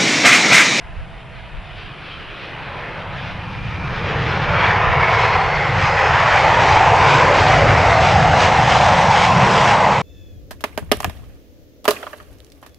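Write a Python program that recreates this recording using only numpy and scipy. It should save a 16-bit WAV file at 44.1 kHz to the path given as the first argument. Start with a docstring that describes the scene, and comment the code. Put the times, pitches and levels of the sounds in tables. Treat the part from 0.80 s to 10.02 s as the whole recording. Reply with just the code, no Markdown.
"""Beside a runway, far from a landing twin-jet airliner. A breeze bumps the microphone over the wash
of the open field, a low exhaust rumble and the hum of idling engines. From about 2 s the thrust
reversers open: the rumble builds, and the reversed fan air roars and hisses, brighter as it nears.
Around 4-5 s a whine sinks through it while compressor whistles climb. Moving air keeps carrying
the hiss over in short swells, and the roar holds until a short fade at the end."""
import sys
import numpy as np
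from scipy import signal
from scipy.fft import rfft, irfft, next_fast_len
from scipy.io import wavfile
from scipy.ndimage import uniform_filter1d, minimum_filter1d, map_coordinates

SR = 44100
rng = np.random.default_rng(int(sys.argv[2]) if len(sys.argv) > 2 else 0)


def log_audio(samples):
    """Write samples as a 16-bit WAV file to the path given in sys.argv[1]."""
    # one column per channel
    frames = np.atleast_2d(samples).T
    # limit to full scale, then quantise
    limited = np.clip(frames, -1, 1)
    pcm = np.round(limited * 32767).astype(np.int16)
    wavfile.write(sys.argv[1], SR, pcm)


N = 406602
TIME = np.arange(N) / SR

# level of the reversers' roar and rush, with a short fade-out at the end: t/s, roar/dB, rush/dB
REVERSER_LEVELS = [(0.0, -45.5, -44.5), (0.43, -47, -44.5), (1.38, -43, -39), (2.02, -32.5, -34.5),
                   (2.87, -38, -36), (3.3, -26.5, -26), (3.64, -25, -24), (3.84, -19, -18),
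                   (4.07, -19.5, -20.5), (4.43, -16.5, -21.5), (4.92, -23, -22.5), (5.25, -17.5, -17),
                   (6.07, -12.5, -18.5), (6.74, -15, -18), (7.25, -14.5, -19.5), (8.99, -14, -20.5),
                   (9.1, -13, -22), (9.2, -19.5, -23.5)]
# stereo width of the aircraft at the microphone: f/Hz, side minus mid/dB
AIRCRAFT_WIDTH = [(60, -19.5), (120, -24), (300, -30), (650, -36), (1300, -21), (2000, -22.5), (3700, -19),
                  (4600, -11), (6000, -22.5), (7500, -16.5), (8800, -6), (10500, -26.5)]


def amp(db):
    """Decibels to gain."""
    return 10 ** (np.asarray(db) / 20)


def unit(x):
    """Scale to rms 1."""
    return x / np.sqrt(np.mean(x ** 2) + 1e-20)


def along(points, hz):
    """(f/Hz, value) points read on a log axis."""
    freqs, values = np.transpose(points)
    return np.interp(np.log(hz + 1), np.log(freqs + 1), values)


def curves(rows, t=TIME):
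    """Each column after the time, read at times t."""
    times, *columns = np.transpose(rows)
    return [np.interp(t, times, column) for column in columns]


def wobble(rate):
    """A smooth random curve, rate knots a second."""
    return map_coordinates(rng.standard_normal(int(N * rate / SR) + 4), [TIME * rate])


def bell(hz, centre, octaves):
    """A hump of height 1 on a log-frequency axis."""
    return np.exp(-.5 * (np.log2((hz + 1) / centre) / octaves) ** 2)


def hump(s, half_s):
    """A smooth rise and fall of height 1 around time s."""
    return np.exp(-.5 * ((TIME - s) / half_s) ** 2)


def lift(rows):
    """Sum of (t/s, lift/dB, half-length/s) humps, in dB."""
    return sum(db * hump(s, half_s) for s, db, half_s in rows)


def turbulence(colour, width, patchy_db, size=1024):
    """Stereo noise of steady rms 1, its spectrum shaped by colour(hz, t) in dB, with drifting patches."""
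    frames = dict(nperseg=size, noverlap=size * 3 // 4)
    hz, t, spectra = signal.stft(rng.standard_normal((2, N)), SR, **frames)
    hz = hz[:, None]
    patches = uniform_filter1d(rng.standard_normal(spectra.shape[1:]), size=7, axis=0)
    patches = unit(uniform_filter1d(patches, size=18, axis=1))
    gain = amp(colour(hz, t) + patchy_db * patches)
    spectra = spectra * gain / np.linalg.norm(gain, axis=0)
    spectra[1] *= amp(along(width, hz))
    mid, side = signal.istft(spectra, **frames)[1][:, :N]
    return unit(np.array([mid + side, mid - side]))


def airfield(level_db=-47, hiss_db=-62):
    """The wide, faint wash of the open field, and the microphone's own hiss."""
    # spectrum of the open field: f/Hz, relative level/dB
    spectrum = [(30, -4.5), (150, -16.5), (260, -8), (800, -7.5), (1500, -23), (2500, -20.5), (5000, -41),
                (8000, -64)]
    wash = turbulence(lambda hz, t: along(spectrum, hz), width=[(30, -5.0)], patchy_db=1.5)
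    return amp(level_db) * wash + amp(hiss_db) * rng.standard_normal((2, N))


def wind(lumps_db=1.7):
    """The breeze buffets the two microphone ports unevenly; each gust is a short low thump."""
    # breeze on the microphone: t/s, level/dB
    breeze = [(0, -38), (1.6, -43.5), (2.6, -38), (3.1, -37), (4.2, -36), (6.5, -42), (9.2, -45)]
    # single gusts: t/s, peak level/dB, strongest f/Hz, half-length/s, left minus right/dB
    gusts = [(.2, -26, 50, 0.027, -1), (0.57, -36, 40, 0.052, -8), (0.77, -29, 32, .03, 7),
             (3.72, -32, 38, .08, -1), (4.09, -21, 34, 0.02, -2)]
    # spectrum of the buffeting: f/Hz, relative level/dB
    spectrum = [(10, -12), (40, 2), (70, -5), (130, -27), (400, -49), (2000, -110)]
    peak_hz = spectrum[1][0]
    width = [(30, -2.5)]  # f/Hz, side minus mid/dB
    buffet = turbulence(lambda hz, t: along(spectrum, hz), width, patchy_db=3, size=4096)
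    air = amp(curves(breeze)[0] + lumps_db * wobble(7)) * buffet
    for s, db, gust_hz, half_s, pan_db in gusts:
        eddy = turbulence(lambda hz, t: along(spectrum, hz * peak_hz / gust_hz), width,
                          patchy_db=1, size=4096)
        port_db = db + np.array([[pan_db], [-pan_db]]) / 2
        air += amp(port_db) * hump(s, half_s) * eddy
    return air * amp([[-1.5], [1.5]])  # all of it leans 3 dB to the right


def ground_dip(hz, t, octaves=0.33):
    """Direct sound and its reflection off the ground cancel in one band at the microphone; gain in dB."""
    # dip cut by the reflection: t/s, centre f/Hz, depth/dB
    dip = [(0, 278, 6.5), (1.4, 350, -1), (2.6, 330, 3.5), (3.6, 268, 4), (4.1, 256, 11.5), (5.4, 253, 11),
           (6.4, 299, 4.5), (7.3, 327, 4), (9.2, 335, 7.5)]
    centre, depth_db = curves(dip, t)
    return -depth_db * bell(hz, centre, octaves)


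def exhaust(churn_db=.5, surge_half_s=0.072):
    """Large eddies in the exhaust rumble below the ground dip, and surge now and then."""
    # rumble building with the thrust: t/s, level/dB
    levels = [(0, -41), (1.3, -40.5), (2.2, -34), (3.0, -26.5), (3.7, -22.5), (4.7, -25.5), (5.5, -24),
              (7.2, -18.5), (7.9, -21.5), (9.2, -23)]
    # spectrum of the rumble: f/Hz, relative level/dB
    spectrum = [(20, -26), (45, -8.5), (70, -1.5), (110, 4), (155, 2), (195, -4.5), (235, -15.5),
                (320, -12), (500, -65)]
    # drift that shifts this spectrum by its ratio to its own mean: t/s, f/Hz
    drift = [(0, 126), (3.3, 123), (4.2, 116), (7, 107.7), (8.6, 141.6)]
    # surges of the rumble: t/s, lift/dB
    surges = [(3.41, 1.5), (5.0, 3.5), (5.85, 2.5), (6.87, 3.5), (7.46, 4), (8.6, 4)]

    def colour(hz, t):
        centre, = curves(drift, t)
        return along(spectrum, hz * np.mean(centre) / centre) + ground_dip(hz, t)
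    surge_db = sum(db * hump(s, surge_half_s) for s, db in surges)
    level_db = curves(levels)[0] + surge_db + churn_db * wobble(8.9)
    return amp(level_db) * turbulence(colour, AIRCRAFT_WIDTH, patchy_db=0, size=4096)


def blade_tone(rows, blur_hz, direct, flicker_db):
    """A blade tone from afar: a direct share of its power, the rest scattered by the turbulent air."""
    hz, db = curves(rows)
    carrier = np.exp(2j * np.pi * np.cumsum(hz) / SR)
    scatter = wobble(blur_hz) + 1j * wobble(blur_hz)
    air_path = np.sqrt(direct) + np.sqrt((1 - direct) / 2) * scatter
    sounding = (TIME >= rows[0][0]) & (TIME <= rows[-1][0])
    gate = uniform_filter1d(sounding.astype(float), size=4096)
    flicker = amp(flicker_db * wobble(12))
    return amp(db) * gate * unit(np.real(carrier * air_path) * flicker)


def blades():
    """The idle hum fades; the whine sinks and flares as the jet brakes; whistles climb with the spools."""
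    # hum of the idling engines: t/s, f/Hz, level/dB
    idle_track = [(0, 664, -51.5), (.8, 659, -52), (1.6, 658, -68)]
    # falling engine whine: t/s, f/Hz, level between flares/dB
    whine_track = [(0, 2524, -59), (1.6, 2540, -51), (3.4, 2340, -41), (4.3, 2200, -31.5), (4.6, 2110, -32),
                   (5.6, 1974, -34), (6.1, 1860, -42), (6.7, 1750, -56)]
    # flares of the whine: t/s, lift/dB, half-length/s
    flares = [(2.9, 3, 0.18), (3.87, 9.5, .08), (4.29, 10, .09), (5.6, 4, 0.1)]
    # upper compressor whistle: t/s, f/Hz, level/dB
    high_track = [(3.3, 4330, -62), (3.65, 4460, -55), (4.4, 4950, -56), (4.8, 5320, -53), (5.2, 5800, -67)]
    # lower compressor whistle: t/s, f/Hz, level/dB
    low_track = [(3.4, 2900, -60), (3.8, 3280, -34.5), (4.25, 3960, -57), (4.47, 4180, -34.5),
                 (4.6, 4290, -45), (4.76, 4490, -42), (4.95, 4690, -54), (5.22, 5170, -44),
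                 (5.45, 5440, -51)]
    hum = blade_tone(idle_track, blur_hz=22, direct=0.81, flicker_db=1)
    whine = amp(lift(flares)) * blade_tone(whine_track, blur_hz=170, direct=.04, flicker_db=2)
    high_whistle = blade_tone(high_track, blur_hz=161.5, direct=.05, flicker_db=0)
    low_whistle = blade_tone(low_track, blur_hz=78.7, direct=0.42, flicker_db=1.5)
    return hum + whine + high_whistle + low_whistle


def reverser_roar(trim_db=0.25, howl_octaves=0.34):
    """The reversed fan air roars, with a hollow howl that moves with the angle to the aircraft."""
    # spectrum of the roar: f/Hz, relative level/dB
    spectrum = [(150, -25.5), (240, -6.5), (370, -4), (490, -0.5), (650, -1.5), (1000, -2), (1250, -9),
                (1800, -20.5), (3000, -77.5)]
    # broad resonance in the roar: t/s, centre f/Hz, height/dB
    howl = [(0, 706, 5.5), (1.5, 890, 0), (2.1, 954, 5), (2.7, 900, 0.5), (3.4, 956, -0.5),
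            (4.3, 1040, 10.5), (4.9, 930, 4.5), (5.6, 796, 8.5), (6.45, 857, 6.5), (6.7, 687, 5.5),
            (7.4, 726, 7), (8.3, 853, 8), (9.2, 885, 8.5)]

    def colour(hz, t):
        centre, height_db = curves(howl, t)
        return along(spectrum, hz) + height_db * bell(hz, centre, howl_octaves) + ground_dip(hz, t)
    level_db = curves(REVERSER_LEVELS)[0] + trim_db
    return amp(level_db) * turbulence(colour, AIRCRAFT_WIDTH, patchy_db=2.43, size=2048)


def reverser_vanes(hiss_trim_db=2.54, rush_swell_share=0.29, flutter_db=0.83, rasp_db=0.77):
    """Small eddies at the reverser vanes rush and hiss; the air dulls the hiss while the jet is far."""
    # spectrum of the rush: f/Hz, relative level/dB
    rush_spectrum = [(500, -15), (900, -7.5), (1220, 1), (1600, 0.5), (2150, -1), (2600, -6.5),
                     (3100, -15.5), (4200, -40), (7000, -70)]
    # spectrum of the hiss: f/Hz, relative level/dB
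    hiss_spectrum = [(1500, -25), (2400, 0), (3000, 0.5), (3700, -3), (4400, -6.5), (5100, -7), (6500, -12),
                     (7800, -19), (8800, -29), (9700, -36.5), (11000, -45)]
    # hiss between swells: t/s, level before trim/dB
    hiss_levels = [(0, -53), (.5, -50.5), (1.5, -41.5), (2.05, -44.5), (3.0, -43.5), (3.5, -34.5),
                   (4.15, -38), (4.8, -36.5), (5.25, -32.5), (6.4, -30.5), (7.05, -31.5), (8.0, -28.5),
                   (9.2, -33.5)]
    # dulling by the air, easing as the distance closes: t/s, gain near 5 kHz against 3.6 kHz/dB
    dulling = [(0, -7), (1.4, -9), (3.0, -4.5), (5.6, -.5), (9.2, 0.56)]
    # moving air carries the treble over to the microphone: t/s, lift/dB, half-length/s
    swells = [(1.01, 4.5, 0.04), (1.31, 3.5, 0.054), (1.65, 3.5, 0.043), (2.45, 5, 0.056),
              (2.9, 3.5, 0.045), (3.27, 2.5, .06), (3.88, 4, 0.066), (4.39, 7.5, 0.1), (5.04, 3, 0.055),
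              (5.57, 2.5, 0.086), (5.89, 3.5, 0.096), (6.32, 5, 0.046), (6.65, 5.5, 0.078),
              (7.27, 4, 0.073), (7.63, 5, 0.04), (7.95, 3, .06), (8.4, 4.5, 0.06), (8.82, 5.5, 0.11)]

    def hiss_colour(hz, t):
        absorption = np.maximum((hz / 3600) ** 2 - 1, -.5)  # grows faster than frequency
        return along(hiss_spectrum, hz) + curves(dulling, t)[0] * absorption
    swell_db = lift(swells)
    hiss_db = curves(hiss_levels)[0] + hiss_trim_db + swell_db
    rush_db = curves(REVERSER_LEVELS)[1] + rush_swell_share * swell_db
    hiss = amp(hiss_db) * turbulence(hiss_colour, AIRCRAFT_WIDTH, patchy_db=1.6)
    rush = amp(rush_db) * turbulence(lambda hz, t: along(rush_spectrum, hz), AIRCRAFT_WIDTH, patchy_db=1.73)
    # moving air flutters the treble, and steep wave fronts roughen it
    return (rush + hiss) * amp(flutter_db * wobble(22) + rasp_db * wobble(350))


def scene():
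    """Field and wind, with the aircraft held in the centre of the stereo image."""
    return airfield() + wind() + exhaust() + blades() + reverser_roar() + reverser_vanes()


def record(dry, ceiling=.98, fade_s=.005, top_hz=11080):
    """A limiter behind the microphone ducks the highest peaks; the ends are soft, the top is cut off."""
    needed_gain = np.minimum(1, ceiling / (np.abs(dry).max(axis=0) + 1e-9))
    limited = dry * uniform_filter1d(minimum_filter1d(needed_gain, size=257), size=255)
    fades = np.minimum(1, np.minimum(TIME, TIME[::-1]) / fade_s)
    padded = next_fast_len(N + SR // 2)
    passband = np.fft.rfftfreq(padded, 1 / SR) < top_hz
    return irfft(rfft(limited * fades, padded) * passband, padded)[:, :N]


dry = scene()
out = record(dry)
log_audio(out)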